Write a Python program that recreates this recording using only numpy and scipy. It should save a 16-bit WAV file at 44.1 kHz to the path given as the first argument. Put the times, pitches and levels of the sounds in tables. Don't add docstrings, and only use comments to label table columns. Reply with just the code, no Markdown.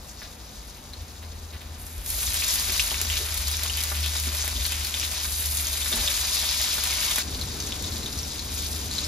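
import sys
import numpy as np
from scipy import signal
from scipy.fft import rfft, irfft, next_fast_len
from scipy.io import wavfile

SR = 44100
rng = np.random.default_rng(int(sys.argv[2]) if len(sys.argv) > 2 else 0)


def file_out(sig):
    cols = np.atleast_2d(sig).T
    lim = np.clip(cols, -1, 1)
    pcm = np.round(lim * 32767).astype(np.int16)
    wavfile.write(sys.argv[1], SR, pcm)


N = 399987
PADDED = next_fast_len(N + SR // 2)
FREQS = np.maximum(np.arange(PADDED // 2 + 1) * SR / PADDED, 1)

# freq_hz, level_db
FRY_COLOUR = [(200, -6), (450, -10), (680, -11), (1050, -4), (1800, -3), (2350, -0.5), (3100, 0.5),
              (3750, 3), (5500, 1.6), (6800, 2), (9500, -3), (10800, -4.5), (12200, -9.5), (14000, -7),
              (15500, -21.5)]
# freq_hz, width_hz, gain_db
BOWL_RESONANCES = [(638, 45, 12.5), (763, 17, 6), (980, 41, 6), (1170, 80, -0.5), (2390, 130, 2.5),
                   (3766, 190, 3), (4940, 190, 3.5)]
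# start_s, length_s, large_db, small_db, spray_db
WETTINGS = [ (0.0, 0.67, -75.5, -58, -61), (1.774, 0.38, -55, -55, -50), (2.047, 6.4, -41.5, -36, -40.5),
            (2.06, 0.6, -58, -57, -38), (2.29, 0.52, -41, -34, -41.5), (5.243, 0.32, -56, -57, -36),
            (5.747, 1.36, -41, -33, -39.5), (6.66, 0.5, -39, -49, -58), (8.5, 0.17, -60, -45, -43.5),
            (8.877, 0.18, -46, -35.5, -67)]
# large_db, small_db, spray_db
GARLIC_DB, AFTER_CUT_DB = (-58, -52, -61), (-47.5, -39, -48)
# large_s, small_s, spray_s
BUILD_S = (0.085, 0.069, 0.018)
DRY_OFF_S, CUT_S = 0.27, 7.224
# start_s, level_db, pitch_hz, ring_cycles
POPS = [(0.9343, -31.5, 4230.0, 48), (2.2015, -22.0, 6400.0, 12.0), (2.4226, -19.5, 2480.0, 8.8),
        (2.506, -20, 5690.0, 22), (2.697, -20.5, 2400.0, 8.0), (2.7286, -27, 4230.0, 30),
        (2.7788, -20, 3980.0, 22), (2.7961, -10, 2660, 14), (2.8037, -15, 5700, 22),
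        (2.909, -22.5, 3300, 22), (2.9438, -21.5, 2480.0, 8.8), (3.0504, -23, 5860.0, 30),
        (3.1004, -18.0, 3140.0, 12.0), (3.1701, -15.5, 3980.0, 8.0), (3.4724, -19, 4620.0, 12.0),
        (3.5433, -20.5, 3730, 18.0), (3.5692, -22, 5860.0, 22), (3.6974, -19, 2940, 22),
        (3.8061, -16, 5520.0, 12.0), (4.029, -24.0, 5050.0, 30), (4.0481, -24, 3750.0, 8.0),
        (4.0615, -22.5, 3540.0, 18.0), (4.1842, -22.0, 6800.0, 22), (4.2397, -26, 2480.0, 8.0),
        (4.2894, -22, 4760.0, 18.0), (4.5643, -26, 3640.0, 22), (4.6203, -23.0, 3750.0, 18.0),
        (4.6522, -13.5, 4300, 22), (4.849, -22, 4350.0, 30), (4.9414, -19.0, 3540.0, 12.0),
        (4.9984, -16.5, 5860.0, 18.0), (5.6697, -20, 6600.0, 18.0), (5.8216, -22, 3640.0, 22),
        (5.8598, -25.0, 3700, 30), (5.9233, -22.0, 3750.0, 30), (5.9285, -21, 3750.0, 30),
        (6.0767, -13, 3650, 29), (6.4898, -15, 5050.0, 18.0), (6.7836, -22.0, 3540.0, 24),
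        (7.1118, -18.0, 3640.0, 22), (7.3473, -20.5, 4350.0, 12.0), (7.413, -20.5, 4230.0, 30),
        (7.4215, -26, 3900, 14), (7.602, -22, 6200, 30), (7.6033, -24, 4600, 21), (7.671, -24, 6400.0, 30),
        (7.722, -20.5, 3640.0, 18.0), (7.843, -26, 3750.0, 30), (7.9222, -28, 4100.0, 12.0),
        (8.0321, -27.0, 4100.0, 22), (8.0605, -22.5, 3750.0, 30), (8.189, -19.5, 5760, 22),
        (8.2314, -24, 5690.0, 30), (8.3939, -22.5, 4230.0, 22), (8.9123, -23, 4230.0, 22),
        (8.931, -27.0, 4600, 33), (8.9821, -19, 4200, 33), (9.0468, -21.5, 5360.0, 22)]
# start_s, level_db
SPITS = [(0.0845, -33), (0.6779, -34.0), (1.0204, -33), (1.8669, -24), (1.9119, -32.5), (1.9805, -26),
         (2.0623, -16.5), (2.1029, -11), (2.1878, -19), (2.2063, -13.5), (2.214, -17), (2.2212, -16),
         (2.2306, -12), (2.3427, -10), (2.4813, -11), (2.5395, -9), (2.5563, -12), (2.5968, -11),
         (2.723, -11), (2.7787, -15.0), (2.844, -17.0), (2.9241, -15.0), (3.015, -6.5), (3.0997, -19),
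         (3.1773, -13), (3.1899, -17), (3.3426, -13.0), (3.3728, -16), (3.3773, -13), (3.482, -10.5),
         (3.5143, -12), (3.6344, -9.5), (3.772, -12.5), (3.7847, -15), (3.8059, -19.0), (3.8273, -16),
         (3.837, -9), (4.0061, -18), (4.0617, -15), (4.0788, -18.0), (4.1994, -14), (4.3483, -20),
         (4.4786, -12.0), (4.6641, -11.5), (4.721, -13), (4.8478, -13.5), (4.8711, -17.0), (5.1152, -16.5),
         (5.4583, -12), (5.5721, -10.5), (6.2707, -16), (6.6151, -10), (6.6898, -15.0), (6.838, -8.5),
         (6.872, -14), (6.9395, -15), (7.049, -14), (7.114, -13), (7.1597, -8.0), (7.1848, -9.5),
         (7.5682, -27), (7.8254, -18), (7.9589, -22), (8.4476, -23.0)]
# start_s, length_s, level_db, pitch_hz
FLURRIES = [(0.065, 0.06, -46, 6000), (0.15, 0.12, -48.5, 5000), (0.44, 0.069, -50, 4800),
            (0.56, 0.08, -53, 5200), (0.66, 0.08, -54, 5000), (1.08, 0.04, -50, 5500),
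            (2.414, 0.033, -38, 2650), (2.467, 0.057, -28.5, 5800), (2.72, 0.031, -46, 2600),
            (3.1, 0.093, -34.5, 2900), (3.463, 0.041, -37, 4000), (3.756, 0.063, -35.5, 2780),
            (4.023, 0.059, -32.5, 3600), (4.387, 0.043, -31, 5800), (4.548, 0.033, -41, 2730),
            (4.713, 0.029, -35, 2800), (4.939, 0.04, -41, 2600), (5.004, 0.056, -35, 3020),
            (6.25, 0.52, -33.5, 4150), (6.678, 0.42, -39, 4100), (8.612, 0.06, -38, 4400)]
# start_s, level_db, pitch_hz
KNOCKS = [(0.2185, -28, 1800), (1.6158, -35, 3000), (2.5975, -28.5, 1110.0), (2.9159, -23.5, 950.0),
          (3.0496, -26, 1680), (3.657, -25, 1230.0), (3.9173, -22, 1230.0), (3.9224, -23, 1590.0),
          (4.0621, -24.0, 2160.0), (4.155, -26.5, 1290.0), (4.2726, -29, 1590.0), (4.4034, -26.5, 2160.0),
          (4.4417, -25, 1170.0), (4.4785, -25, 1850.0), (4.53, -32, 1170.0), (5.033, -25, 1760.0),
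          (5.8602, -25, 1760.0), (6.439, -25, 1670.0), (6.782, -21, 1360.0), (7.1821, -15, 1850.0)]
# start_s, level_db, pitch_hz
THUDS = [(2.668, -35, 380), (2.912, -33, 340), (3.001, -37, 318), (3.188, -31, 400), (4.255, -31.5, 280),
         (4.315, -37, 540), (4.452, -38, 510), (4.54, -31, 240), (4.55, -37, 520), (5.92, -30, 170),
         (5.96, -34, 145), (6.015, -31, 550), (6.06, -35, 550)]
# pitch_hz, level_db, t60_s
WOK_MODES = [(136, -3.5, .09), (235, -1, 0.062), (370, -1, 0.05), (443, -4, .04), (550, -2, 0.042),
             (617, -5, 0.06), (946, -6, .05)]
# start_s, length_s, level_db
SCRAPES = [(0.22, 0.058, -44), (1.228, 0.018, -43), (1.526, 0.059, -44.5), (1.607, 0.028, -44),
           (1.64, 0.66, -55.5), (5.919, 0.036, -30.5), (5.967, 0.13, -36), (7.195, 0.027, -36)]
# freq_hz, level_db
SCRAPE_COLOUR = [(250, -3), (700, -1), (1400, -4), (1800, 2), (2300, -3), (4200, 0), (6000, -14),
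                 (12000, -13)]
# freq_hz, level_db
BURNER_COLOUR = [(50, -16), (140, 0), (175, -4.5), (225, 2.5), (300, -6), (420, -6), (800, -6.5),
                 (1400, -11), (2500, -18.5), (8000, -25.5)]
# time_s, pitch_hz, level_db
DRONE_CURVE = [(1.0, 80, -43), (2.6, 79.3, -44.5), (3.35, 76, -35.5), (4.55, 75, -33.5), (5.08, 73.6, -42),
               (5.5, 73.3, -32), (6.1, 72.4, -43.5), (7.2, 72, -41.5), (8.0, 77, -45), (9.07, 71, -37.5)]
# freq_hz, level_db
RUMBLE_COLOUR = [(20, -28), (35, -10), (50, 3), (65, 0), (85, -6), (120, -23.5), (250, -39)]
# start_s, length_s, level_db
RUMBLE_SWELLS = [(1.976, 0.39, -40), (2.636, 0.92, -42), (4.515, 0.076, -38), (5.95, 0.083, -37.5)]
# time_s, level_db
ROAR_CURVE = [(0, -54.5), (7.21, -51.5), (7.25, -39), (7.7, -39), (8.0, -38), (8.35, -42), (9.07, -39.5)]
# freq_hz, level_db
ROAR_COLOUR = [(50, -7), (78, 10.5), (105, 1), (150, 0), (180, -8), (250, -2), (345, -8), (380, -4.5),
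               (470, -12), (700, -13.5), (1500, -17.5), (4000, -32)]
# pitch_hz, level_db
ROAR_TONES = [(199, -16), (311, -17), (452, -18.5)]
# delay_s, level_db
NEAR_ECHOES = [(.0023, -43), (.0041, -23), (.0067, -17), (0.01, -16.5), (0.014, -31)]
# freq_hz, level_db
DIFFUSE_COLOUR = [(60, -20), (150, -11), (350, -3.5), (700, 0), (1450, 3), (2100, -6), (3000, -2),
                  (5300, -.5), (7000, -5), (8300, -15), (9600, -7), (12000, -13), (14000, -6)]
# freq_hz, lead_rad
PORT_PHASE = [(0, 0), (1900, -.1), (2900, -1.05), (4900, -.6), (5600, 1), (6600, 1.15), (8300, 3.14),
              (9000, 3.8), (10900, 5.5), (11300, 6.2), (12700, 6.5), (14400, 8.2), (15200, 9.4)]
# freq_hz, balance_db
PORT_BALANCE = [(60, 2), (380, 0.5), (700, 3), (1290, 0), (2380, 0), (4400, 4.5), (8100, 2.5),
                (11000, -0.5), (15000, 0)]


def sizzle(levels, trims_db=(-1, 0, 2), snap_db=-4.5, hiss_db=-4, smear_s=0.0048):
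    fizz = bubbles(per_s=7500, cycles=13.2)
    snaps = np.diff(clicks(per_s=1300, spread_db=0, largest=2.6), prepend=0)
    fizz += from_db(snap_db) * rms_one(snaps)
    fizz += from_db(hiss_db) * rng.standard_normal(N)
    fizz *= from_db(0.5 * drift(20))
    bowl_db = sum(db / (1 + (2 * (FREQS - hz) / width) ** 2) for hz, width, db in BOWL_RESONANCES)
    colour = gains(FRY_COLOUR) * from_db(bowl_db)
    above_large = 1 / (1 + (3200 / FREQS) ** 12)
    above_small = 1 / (1 + (8600 / FREQS) ** 8)
    bands = [1 - above_large, above_large - above_small, above_small]
    pole, out = np.exp(-1 / (smear_s * SR)), 0
    white = rng.standard_normal((2, N))
    for band, level, trim_db in zip(bands, levels, trims_db):
        grains = rms_one(filtered(fizz, band * colour)) * from_db(1.4 * drift(23.5))
        trail = np.sqrt(signal.lfilter([1 - pole], [1, -pole], grains ** 2))
        wash = trail * rms_one(filtered(white, band * colour))
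        out = out + level * from_db(trim_db) * np.vstack([grains, wash])
    return out


def frying_levels():
    after_cut = np.arange(N) / SR >= CUT_S
    power = np.where(after_cut, from_db(AFTER_CUT_DB)[:, None], from_db(GARLIC_DB)[:, None]) ** 2
    for s, length, *db in WETTINGS:
        flare = swell(s, length, np.array(BUILD_S)[:, None], DRY_OFF_S) * (after_cut == (s >= CUT_S))
        power += (from_db(db)[:, None] * flare) ** 2
    return np.sqrt(power)


def bubbles(per_s, cycles):
    births = np.diff(clicks(per_s, spread_db=4, largest=4), prepend=0)
    pitches = np.geomspace(650, 15000, 19)
    size = rng.integers(0, len(pitches), N)
    rings = (np.sqrt(hz) * rms_one(ring(births * (size == k), hz, cycles / hz))
             for k, hz in enumerate(pitches))
    return rms_one(sum(rings))


def pops(boil, gain_db=1, opening_share=0.12, pitch_rise=0.22, tear_t60_s=0.004, spray_t60_s=0.06):
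    out, t = np.zeros(N), np.arange(SR // 8) / SR
    for s, db, hz, cycles in POPS + chance_pops(boil):
        age = np.minimum(t * hz / cycles, 2)
        envelope = from_db(-60 * age) * (1 - np.exp(-age / opening_share))
        pitch = hz * (1 + pitch_rise * (age - 2 * opening_share))
        cavity = envelope / envelope.max() * sine(pitch)
        spray = rms_one(band_around(rng.standard_normal(len(t)), hz, octaves=0.58, order=1))
        spray *= from_db(-3.5 - 60 * t / tear_t60_s) + from_db(-21 - 60 * t / spray_t60_s)
        add(out, s, from_db(db + gain_db) * (cavity + spray))
    return out


def chance_pops(boil, per_s=3.2, over_db=8, scatter_db=1.5, middle_hz=4320, scatter_octaves=0.41):
    at = np.flatnonzero(rng.random(N) < per_s / SR)
    strength, size = rng.standard_normal((len(at), 2)).T
    db = 20 * np.log10(boil[at]) + over_db + scatter_db * strength
    hz = middle_hz * 2 ** (scatter_octaves * size)
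    ring_cycles = np.full(len(at), 12)
    return list(zip(at / SR, db, hz, ring_cycles))


def spits(gain_db=8.5):
    out = np.zeros(N)
    for s, db in SPITS:
        add(out, s, from_db(db + gain_db) * burst(tail_db=-18, tail_t60_s=0.026))
    return filtered(out, gains([(400, -15), (2500, -5), (6000, -0.5), (10000, 1.5), (15000, -3.5)]))


def flurries():
    grains, out = bubbles(per_s=2600, cycles=11), np.zeros(N)
    for s, length, db, hz in FLURRIES:
        run = band_around(grains[int(s * SR):int((s + length) * SR)], hz, octaves=0.38, order=2)
        add(out, s, from_db(db) * rms_one(run) * np.hanning(len(run)) ** .25)
    return out


def crackles(start_s=2.16, length_s=3.2, gain_db=-10):
    cracks = butter(clicks(per_s=26, spread_db=2.5, largest=2.3), 1, [1600, 6000], "band")
    return from_db(gain_db) * swell(start_s, length_s, BUILD_S[1], DRY_OFF_S) * cracks


def stirring(knock_db=7, knock_cycles=4, tap_db=-18, thud_db=-49.5, wok_db=-37, landing_s=0.012):
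    knocks, blows = np.zeros(N), np.zeros(N)
    for s, db, hz in KNOCKS:
        contact = from_db(db + knock_db) * burst(tail_db=-37, tail_t60_s=0.015)
        add(knocks, s, ring(contact, hz, knock_cycles / hz) + from_db(tap_db) * contact)
        add(blows, s, from_db(wok_db) * contact)
    for s, db, hz in THUDS:
        patter = burst(tail_db=-11.5, tail_t60_s=0.19)
        patter *= np.minimum(np.arange(len(patter)) / (landing_s * SR), 1)
        thud = np.diff(ring(patter, hz, t60_s=0.02)) * SR / (2 * np.pi * hz)
        add(blows, s, from_db(db + thud_db) * thud)
    blade = butter(knocks, 1, 450, "high")
    wok = sum((-1) ** k * from_db(db) * ring(blows, hz, t60) for k, (hz, db, t60) in enumerate(WOK_MODES))
    return blade + wok


def scrapes():
    slips = filtered(clicks(per_s=2500, spread_db=2, largest=3.1), gains(SCRAPE_COLOUR))
    strokes = np.zeros(N)
    for s, length, db in SCRAPES:
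        add(strokes, s, from_db(db) * np.sqrt(np.linspace(1, 0, int(length * SR))))
    return strokes * rms_one(slips)


def burner(gain_db=-50.5):
    return from_db(gain_db) * noise(BURNER_COLOUR)


def engine_drone(gain_db=-1, waver_db=2, waver_hz=0.7):
    hz, db = in_time(DRONE_CURVE)
    fade_in = np.clip(np.arange(N) / SR / DRONE_CURVE[0][0], 0, 1) ** 8
    tone = np.sqrt(2) * sine(hz + waver_hz * drift(7.4))
    return direct_only(fade_in * from_db(db + gain_db + waver_db * drift(3.2)) * tone)


def rumble(gain_db=2.5, start_db=-50.5, steady_db=-46.5, rise_s=1.9):
    steady = from_db(np.interp(np.arange(N) / SR, [0, rise_s], [start_db, steady_db]))
    swell_power = sum((from_db(db) * swell(s, length, rise_s=0.015, fall_s=0.069)) ** 2
                      for s, length, db in RUMBLE_SWELLS)
    return from_db(gain_db) * np.sqrt(steady ** 2 + swell_power) * noise(RUMBLE_COLOUR)


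def roar(waver_hz=3.004):
    rush = noise(ROAR_COLOUR)
    hum = np.sqrt(2) * sum(from_db(db) * sine(hz + waver_hz * drift(5.83)) for hz, db in ROAR_TONES)
    return from_db(in_time(ROAR_CURVE)[0]) * (rush + direct_only(hum))


def kitchen(x, gap_s=0.0035, early_t60_s=0.021, late_t60_s=0.18, late_db=-11.5):
    t = np.arange(SR // 2) / SR - gap_s
    decay = (from_db(-60 * t / early_t60_s) + from_db(late_db - 60 * t / late_t60_s)) * (t > 0)
    echoes = rng.standard_normal((2, len(t))) * decay / np.sqrt(np.sum(decay ** 2))
    return np.vstack([x, filtered(x, rfft(echoes, PADDED))])


def from_db(db):
    return 10 ** (np.asarray(db) / 20)


def rms_one(x):
    return x / np.sqrt(np.mean(x ** 2) + 1e-20)


def in_time(rows):
    s, *columns = np.transpose(rows)
    return [np.interp(np.arange(N) / SR, s, c) for c in columns]


def gains(points):
    hz, db = np.transpose(points)
    return from_db(np.interp(np.log(FREQS), np.log(hz), db))


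def filtered(x, response):
    return irfft(rfft(x, PADDED) * response, PADDED)[..., :N]


def butter(x, order, hz, kind):
    return signal.sosfilt(signal.butter(order, hz, kind, fs=SR, output="sos"), x + 1e-18)


def band_around(x, hz, octaves, order):
    edges = np.clip(hz * 2 ** (octaves * np.array([-1, 1])), 10, .45 * SR)
    return butter(x, order, edges, "band")


def noise(colour):
    return rms_one(filtered(rng.standard_normal((3, N)), gains(colour)))


def direct_only(x):
    return x * np.array([[1], [0], [0]])


def drift(rate_hz, step=40, settle=2000):
    r = np.exp(-2 * np.pi * rate_hz * step / SR)
    coarse = rng.standard_normal(N // step + settle + 2)
    slow = signal.lfilter([1], [1, -2 * r, r * r], coarse)[settle:]
    return np.interp(np.arange(N) / step, np.arange(len(slow)), rms_one(slow))


def sine(hz):
    return np.sin(2 * np.pi * np.cumsum(hz) / SR)


def ring(x, hz, t60_s):
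    r, w = from_db(-60 / (t60_s * SR)), 2 * np.pi * min(hz, .45 * SR) / SR
    return signal.lfilter([0, np.sin(w)], [1, -2 * r * np.cos(w), r * r], x + 1e-18)


def clicks(per_s, spread_db, largest):
    born = np.flatnonzero(rng.random(N) < per_s / SR)
    size = np.minimum(rng.exponential(1, len(born)), largest)
    out = np.zeros(N)
    out[born] = from_db(spread_db * size) * rng.choice([-1, 1], len(born))
    return out


def burst(tail_db, tail_t60_s):
    t = np.arange(SR // 4) / SR
    out = from_db(tail_db - 60 * t / tail_t60_s) * rng.standard_normal(len(t))
    out[0] = 1
    return out


def swell(start_s, length_s, rise_s, fall_s):
    age = np.maximum(np.arange(N) / SR - start_s, 0)
    return (1 - np.exp(-age / rise_s)) * np.exp(-np.maximum(age - length_s, 0) / fall_s)


def add(track, s, sound):
    start = int(np.clip(round(s * SR), 0, N - 1))
    track[start:start + len(sound)] += sound[:N - start]


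def scene():
    large, small, spray = frying_levels()
    paths = sizzle([large, small, spray])
    paths += engine_drone() + rumble() + roar() + burner()
    paths += kitchen(pops(small) + flurries() + crackles() + spits() + stirring() + scrapes())
    mirrored = sum(from_db(db) * np.exp(-2j * np.pi * FREQS * s) for s, db in NEAR_ECHOES)
    mirrored *= gains([(100, -70), (700, -1), (5000, -2), (10000, 0)])
    diffuse = gains(DIFFUSE_COLOUR)
    heard = (1 + mirrored) / np.sqrt(1 + diffuse ** 2)
    lead_rad = np.interp(FREQS, *np.transpose(PORT_PHASE))
    direct = filtered(paths[0], heard * np.exp(.5j * lead_rad * np.array([[-1], [1]])))
    return direct + filtered(paths[1:], heard * diffuse)


def record(dry, gain_db=1.5, cutoff_hz=15650):
    ports = from_db(gain_db) * filtered(dry, gains(PORT_BALANCE) ** np.array([[.5], [-.5]]))
    return signal.sosfilt(signal.ellip(12, .1, 80, cutoff_hz, fs=SR, output="sos"), ports)


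dry = scene()
out = record(dry)
file_out(out)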